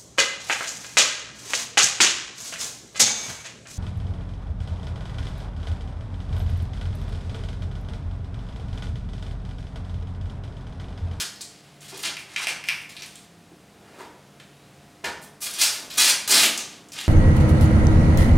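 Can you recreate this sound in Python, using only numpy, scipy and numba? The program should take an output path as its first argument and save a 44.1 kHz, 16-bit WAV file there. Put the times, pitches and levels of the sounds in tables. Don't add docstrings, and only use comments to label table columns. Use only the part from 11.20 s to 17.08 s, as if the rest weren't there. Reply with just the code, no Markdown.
import sys
import numpy as np
from scipy import signal
from scipy.fft import rfft, irfft
from scipy.io import wavfile
from scipy.ndimage import uniform_filter1d
from numba import njit

SR = 44100
rng = np.random.default_rng(int(sys.argv[2]) if len(sys.argv) > 2 else 0)


def rack_gain(trim_db):
    fader = np.asarray(trim_db, float)
    return 10 ** (fader / 20)


def master_out(mix):
    frames = np.transpose(np.atleast_2d(mix))
    ceiling = np.clip(frames, -1, 1)
    pcm = np.round(ceiling * 32767).astype(np.int16)
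    wavfile.write(sys.argv[1], SR, pcm)


N = 259308
LEAD = 4410
M = N + LEAD
TIME = (np.arange(M) - LEAD) / SR


def level(x, db):
    return x * rack_gain(db) / np.sqrt(np.mean(x ** 2))


@njit
def svf(x, hz, width):
    y, b, l = np.empty(len(x)), 0., 0.
    for i in range(len(x)):
        g, k = np.tan(np.pi * hz[i] / SR), width[i] / hz[i]
        v = (b + g * (x[i] - l)) / (1 + g * (g + k))
        b, l, y[i] = 2 * v - b, l + 2 * g * v, k * v
    return y


def band(x, hz, width_hz):
    hz = np.clip(hz, 20, .45 * SR) * np.ones(len(x))
    width_hz = width_hz * np.ones(len(x))
    return svf(svf(x, hz, width_hz), hz, width_hz)


def walk(rate_hz):
    hold = int(SR / rate_hz)
    steps = rng.standard_normal(M // 50 + 1)
    return uniform_filter1d(np.repeat(steps, hold)[:M], hold)


def along(table, hz):
    table_hz, value = np.transpose(table)
    return np.interp(np.log(hz), np.log(table_hz), value)


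def air():
    # pitch_hz, level_db (per Hz)
    air_colour = [(20, -15.5), (156, -3.5), (297, -9), (420, -9), (800, -15), (2500, -19.5), (10000, -28.5),
                  (16000, -39.5)]
    hz = np.maximum(np.fft.rfftfreq(M, 1 / SR), 1)
    spectrum = rfft(rng.standard_normal(M)) * rack_gain(along(air_colour, hz))
    return level(irfft(spectrum, M), -52) * rack_gain(0.75 * walk(2.0))


def mains_hum():
    # pitch_hz, level_db (rms)
    partials = [(100, -92), (200.5, -63.5), (300.5, -64), (401, -76.5), (601, -77), (701.5, -64.5),
                (803, -71)]
    waver_db = 1.5
    hum = sum(rack_gain(db + waver_db * walk(6.5)) * np.sin(2 * np.pi * (hz * TIME + rng.random()))
              for hz, db in partials)
    return np.sqrt(2) * hum


def engine():
    # middle_s, half_length_s, pitch_hz, level_db
    surges = [
        (.7, 0.27, 143, -55.5),
        (1.316, 0.25, 150, -60.5),
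        (1.744, 0.22, 150, -59),
        (2.226, 0.21, 167.5, -56.5),
        (3.305, 0.32, 141.5, -58),
        (3.95, .3, 150, -63),
        (4.85, 0.23, 153, -65.5),
        (5.642, 0.23, 144.6, -66.5),
    ]
    idle_db = -71.5
    s, half_s, hz, db = np.transpose(surges)[:, :, None]
    surge = rack_gain(db) * np.exp(-((TIME - s) / half_s) ** 4)
    near = surge + 1e-9 * np.exp(-np.abs(TIME - s) / .05)
    pitch_hz = uniform_filter1d((near * hz).sum(axis=0) / near.sum(axis=0), size=2000)
    phase = 2 * np.pi * np.cumsum(pitch_hz * (1 + 0.01 * walk(23.24))) / SR
    return np.sqrt(2) * (surge.sum(axis=0) + rack_gain(idle_db)) * np.sin(phase)


def bird():
    # time_s, pitch_hz, level_db
    chirp = [
        (3.349, 3760, -78),
        (3.371, 3780, -70),
        (3.42, 3945, -71),
        (3.45, 4200, -72),
        (3.469, 4200, -93),
    ]
    s, hz, db = np.transpose(chirp)
    phase = 2 * np.pi * np.cumsum(np.interp(TIME, s, hz)) / SR
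    return rack_gain(np.interp(TIME, s, db, left=-200, right=-200)) * np.sin(phase)


def struck(hits):
    overtone, overtone_db, length = 2.18, -12.5, 4096
    out, blow = np.zeros(M + length), np.eye(1, length)[0]
    crack = band(blow, 7700, 9900)
    crack /= crack.max()
    for s, db, hz, share, crack_db in hits:
        width_hz = np.clip(share, .1, 3) * hz
        ring = band(blow, hz, width_hz)
        ring += rack_gain(overtone_db) * band(blow, overtone * hz, overtone * width_hz)
        at = int(s * SR) + LEAD
        out[at:at + length] += rack_gain(db) * (ring / np.abs(ring).max() + rack_gain(crack_db) * crack)
    return out[:M]


def board_knocks():
    # start_s, peak_db, ring_hz, ring_width_share (of ring_hz)
    knocks = [(0.723, -43, 390, 0.18), (0.739, -39.5, 416, 0.31), (1.27, -29.5, 720, 0.55),
              (2.315, -46, 310, 0.56), (2.795, -39, 867, 0.4), (2.801, -38, 970, 0.2),
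              (3.844, -24, 780, 0.81), (3.859, -32, 485, 0.44), (3.86, -47.5, 74, .4),
              (3.2017, -31.5, 2300, 1.16), (1.162, -10, 2390, 0.51), (1.2, -25.5, 1220, 0.71),
              (3.839, -32, 440, 0.93), (1.51, -27.5, 1190, 0.79), (2.806, -34, 920, 0.28)]
    return struck([(*knock, -30) for knock in knocks])


def roll_taps():
    # start_s, peak_db
    taps = [
        (0.9687, -20),
        (1.27, -9),
        (1.4399, -21),
        (1.4484, -46),
        (1.487, -5.5),
        (1.772, -30),
        (1.8216, -26),
    ]
    ring_hz, width_share, crack_db = 2420, 0.41, -11.5
    return struck([(*tap, ring_hz, width_share, crack_db) for tap in taps])


def nail_ticks():
    # start_s, peak_db, ring_hz
    nails = [(0.16, -30, 5070), (0.2096, -20, 4670), (0.215, -18.5, 7350), (0.22, -22, 8200),
             (0.6074, -33.5, 7200), (.683, -36, 7500), (0.7653, -37, 8000), (.828, -26, 13000),
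             (1.2712, -19, 8500), (1.284, -19, 7500), (0.8274, -30, 9540), (0.8317, -20, 8450),
             (0.8374, -18.5, 3500), (1.1634, -17.5, 3450), (1.4814, -22.5, 3000), (1.6168, -35, 8500),
             (1.696, -34, 3150), (1.7668, -23, 3800), (1.8215, -20.5, 5600), (1.861, -29.5, 9400),
             (1.956, -27, 7930), (1.9568, -34, 3500), (3.1995, -35, 3350), (3.8452, -24.5, 2770),
             (4.708, -29, 13000), (4.74, -29, 13500), (4.758, -28, 13000), (5.687, -34, 7180),
             (5.7205, -30, 5600), (5.7895, -17, 3060)]
    width_share, crack_db = 0.56, -23.5
    return struck([(*nail, width_share, crack_db) for nail in nails])


def glue_snaps():
    # start_s, peak_db, ring_hz
    snaps = [
        (4.338, -21, 9130),
        (4.345, -28, 4500),
        (5.1144, -2, 7640),
        (5.1457, -2, 4830),
        (5.185, -12, 3860),
        (5.1953, -6, 3050),
        (5.233, -1.5, 2970),
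        (5.377, -10.5, 6740),
        (5.401, -19, 5890),
    ]
    width_share, crack_db = 0.6, -9.5
    return struck([(*snap, width_share, crack_db) for snap in snaps])


def gesture(curve, edge_db, edge_rise, body_db, body_rise, broad_db):
    firm_db = -20
    s, db, hz = np.transpose(curve)
    weaker_db = firm_db - db
    body_hz = 926 * 2 ** (-weaker_db / 48)
    return np.c_[s, db, edge_db + edge_rise * weaker_db, body_db + body_rise * weaker_db,
                 hz, body_hz, broad_db + 0 * s]


def pulls():
    # time_s, level_db, strip_hz
    rips = [
        [(4.372, -39, 3010), (4.39, -23.5, 3100), (4.402, -21, 4560), (4.422, -11.5, 5050), (4.5, -34, 4660),
         (4.55, -35, 4200), (4.618, -49, 4000), (4.69, -56, 3965)],
        [(4.772, -27, 4170), (4.78, -16.5, 4000), (4.808, -13.5, 3900), (4.868, -18.5, 4320),
         (4.91, -14.5, 4250)],
        [(5.075, -33, 4430), (5.079, -24, 4480), (5.129, -13.5, 4170), (5.229, -18, 3540), (5.27, -17.5, 3420)],
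    ]
    # edge_db, edge_rise_db_per_db, body_db, body_rise_db_per_db, rustle_db
    rip_kinds = [
        (-5, 0.16, -22.5, 0.73, 8.2),
        (-3.5, .4, -16.5, 0.79, 17),
        (-2, .6, -12.5, 0.24, 7),
    ]
    # start_s, length_s, level_db, end_level_db, strip_hz
    peels = [(0.0, 0.032, -24.5, -34, 4150), (.605, 0.068, -46, -45, 3500), (.68, 0.036, -40.5, -42, 4260),
             (.79, .035, -39, -43, 3570), (.985, 0.052, -42, -52, 3000), (1.455, .025, -46, -44, 5000),
             (5.719, .026, -37.5, -38, 4830), (5.8, 0.023, -30, -40, 3150), (1.69, 0.078, -44, -56, 2920),
             (1.86, 0.19, -54, -57.5, 3380), (4.262, 0.023, -29, -46, 3200),
             (4.312, .059, -38, -31.5, 4200)]
    rubs = [(.205, 0.041, -39.5, -51, 5000), (.3, .11, -52.5, -56.5, 3800), (.43, 0.18, -55, -63, 2960),
            (.83, 0.02, -27.5, -26.5, 3150), (.849, 0.057, -22, -40, 3173), (1.05, .1, -54, -39.5, 2390),
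            (1.175, 0.024, -32.5, -29, 2500), (1.207, 0.042, -29.5, -28.5, 2460),
            (1.281, 0.051, -24.5, -44, 2650), (1.79, 0.022, -42, -41.5, 3400),
            (1.826, .033, -34.5, -56, 3340), (4.701, 0.071, -32, -37, 4030),
            (5.378, 0.037, -30, -31.5, 5080), (5.746, 0.045, -37.5, -30.5, 3430),
            (.74, 0.033, -41, -40, 4200), (5.5, .1, -46, -53, 3300), (5.828, 0.044, -37, -36, 3260)]
    lifts = [
        (.768, 0.018, -44, -49, 5000),
        (4.015, 0.054, -49.5, -60, 3000),
        (4.205, 0.014, -42.5, -30, 6000),
        (4.224, 0.039, -31, -39, 4170),
        (1.51, 0.14, -58, -65, 6000),
        (4.295, .015, -42, -36, 5900),
    ]
    scrapes = [
        (.72, 0.0197, -50, -48, 3000),
        (2.45, 0.24, -89, -62, 2500),
        (2.652, .13, -65.5, -55, 2300),
        (2.785, 0.09, -46.5, -61, 1900),
    ]
    slaps = [
        (3.842, 0.06, -24.5, -37, 2207),
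    ]
    kinds = [
        (peels, (-6.5, 0.0579, -19.5, 0.0116, 14.5)),
        (rubs, (-16.5, 0.0231, -16.5, 0.1179, 8)),
        (lifts, (2.5, 0.1, -18.5, 0.0155, 19)),
        (scrapes, (-7, 0.03, 1.5, 0.22, 13)),
        (slaps, (-32, 0.2, -4.5, -0.11, 5)),
    ]
    attack_s, attack_db = 0.0089, 2
    moves = [gesture(rip, *kind) for rip, kind in zip(rips, rip_kinds)]
    for table, kind in kinds:
        for s, length_s, db, end_db, hz in table:
            end_s = s + max(length_s, 2 * attack_s)
            curve = [(s, db - attack_db, hz), (s + attack_s, db, hz), (end_s, end_db, hz)]
            moves.append(gesture(curve, *kind))
    return sorted(moves, key=lambda move: move[0, 0])


def glue_slips():
    slips_per_s, spread_db, chatter_db = 9000, 2.1, 1.5
    slipped = rng.random(M) < slips_per_s / SR
    size = np.minimum(rng.exponential(size=M), 4)
    sign = rng.standard_normal(M)
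    return slipped * rack_gain(spread_db * size + chatter_db * walk(180)) * sign


def tape():
    slips, moves = glue_slips(), pulls()
    rows = np.concatenate(moves)
    rows[:, 0] = np.maximum.accumulate(rows[:, 0])
    db, edge_db, body_db, hz, body_hz, broad_db = (
        np.interp(TIME, rows[:, 0], column) for column in rows.T[1:])
    pulled = sum((TIME < p[-1][0]) * (TIME >= (p[0][0] or -0.05)) for p in moves) > 0
    grip = uniform_filter1d(1. * pulled, size=90)

    ring = level(band(slips, hz, 0.85 * hz) / np.sqrt(hz), 0)
    rustle = level(band(slips, np.sqrt(3300 * hz), 8500), 0)
    strip = (ring + rack_gain(broad_db) * rustle) / (1 + rack_gain(broad_db))
    sizzle = level(band(slips, 14770, 7800), -10)
    edge = level(band(slips, 9800, 10000), 0) - sizzle
    board = level(band(slips, body_hz, 2.44 * body_hz) / np.sqrt(body_hz), 0)
    roll = level(band(slips, 219, 240), -11.0)
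    body = board - roll
    return grip * rack_gain(db - 5.5) * (level(strip, 0) - rack_gain(edge_db) * edge - rack_gain(body_db) * body)


def answer(stretch):
    # delay_s, level_db
    echoes = [(.0029, -1), (.0058, -9), (.0093, -4), (.0128, -8), (.015, -9), (.021, -10), (.035, -10),
              (.045, -8)]
    # pitch_hz, t60_s
    room_t60 = [(150, 1), (500, 0.8), (1200, 0.64), (2400, 0.48), (4500, 0.49), (8000, 0.42), (14000, 0.32)]
    tail_db, build_s, wall_dull = .8, .011, 3
    t = np.arange(SR) / SR
    tail = sum(band(rng.standard_normal(SR), hz, hz / 1.6) * rack_gain(-60 * t / along(room_t60, hz))
               for hz in 100 * 2 ** np.arange(0, 7.6, .5))
    tail *= 1 - np.exp(-(t / build_s) ** 2)
    out = rack_gain(tail_db) * tail / np.sqrt(np.sum(tail ** 2))
    out[0] = 1
    for s, db in echoes:
        dull = np.clip(wall_dull * np.sqrt(s), 0, .9) ** np.arange(24)
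        out[int(s * SR * stretch):][:24] += rack_gain(db) * dull / dull.sum()
    return out


def room(moving, still):
    turn = np.pi * 7 * TIME
    shares = [np.cos(turn - k * np.pi / 3) ** 2 / 1.5 for k in range(3)]
    places = [moving * shares[0] + still, moving * shares[1], moving * shares[2]]
    stretches = 1, 1.13, .84
    return sum(signal.fftconvolve(x, answer(stretch))[:M] for x, stretch in zip(places, stretches))


def scene():
    still = bird() + board_knocks() + roll_taps() + nail_ticks() + glue_snaps()
    mono = air() + mains_hum() + engine() + room(tape(), still)
    return np.tile(mono[LEAD:], (2, 1))


def band_limit(x):
    return signal.sosfilt(signal.butter(12, 16490, fs=SR, output="sos"), x)


def record(dry):
    low_cut = signal.butter(2, 56, "highpass", fs=SR, output="sos")
    top_cut = signal.ellip(8, .3, 70, 16250, fs=SR, output="sos")
    mic = signal.sosfilt(low_cut, dry)
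    rounded = 1.066 * np.tanh(mic / 1.14)
    return band_limit(signal.sosfilt(top_cut, rounded))


dry = scene()
out = record(dry)
master_out(out)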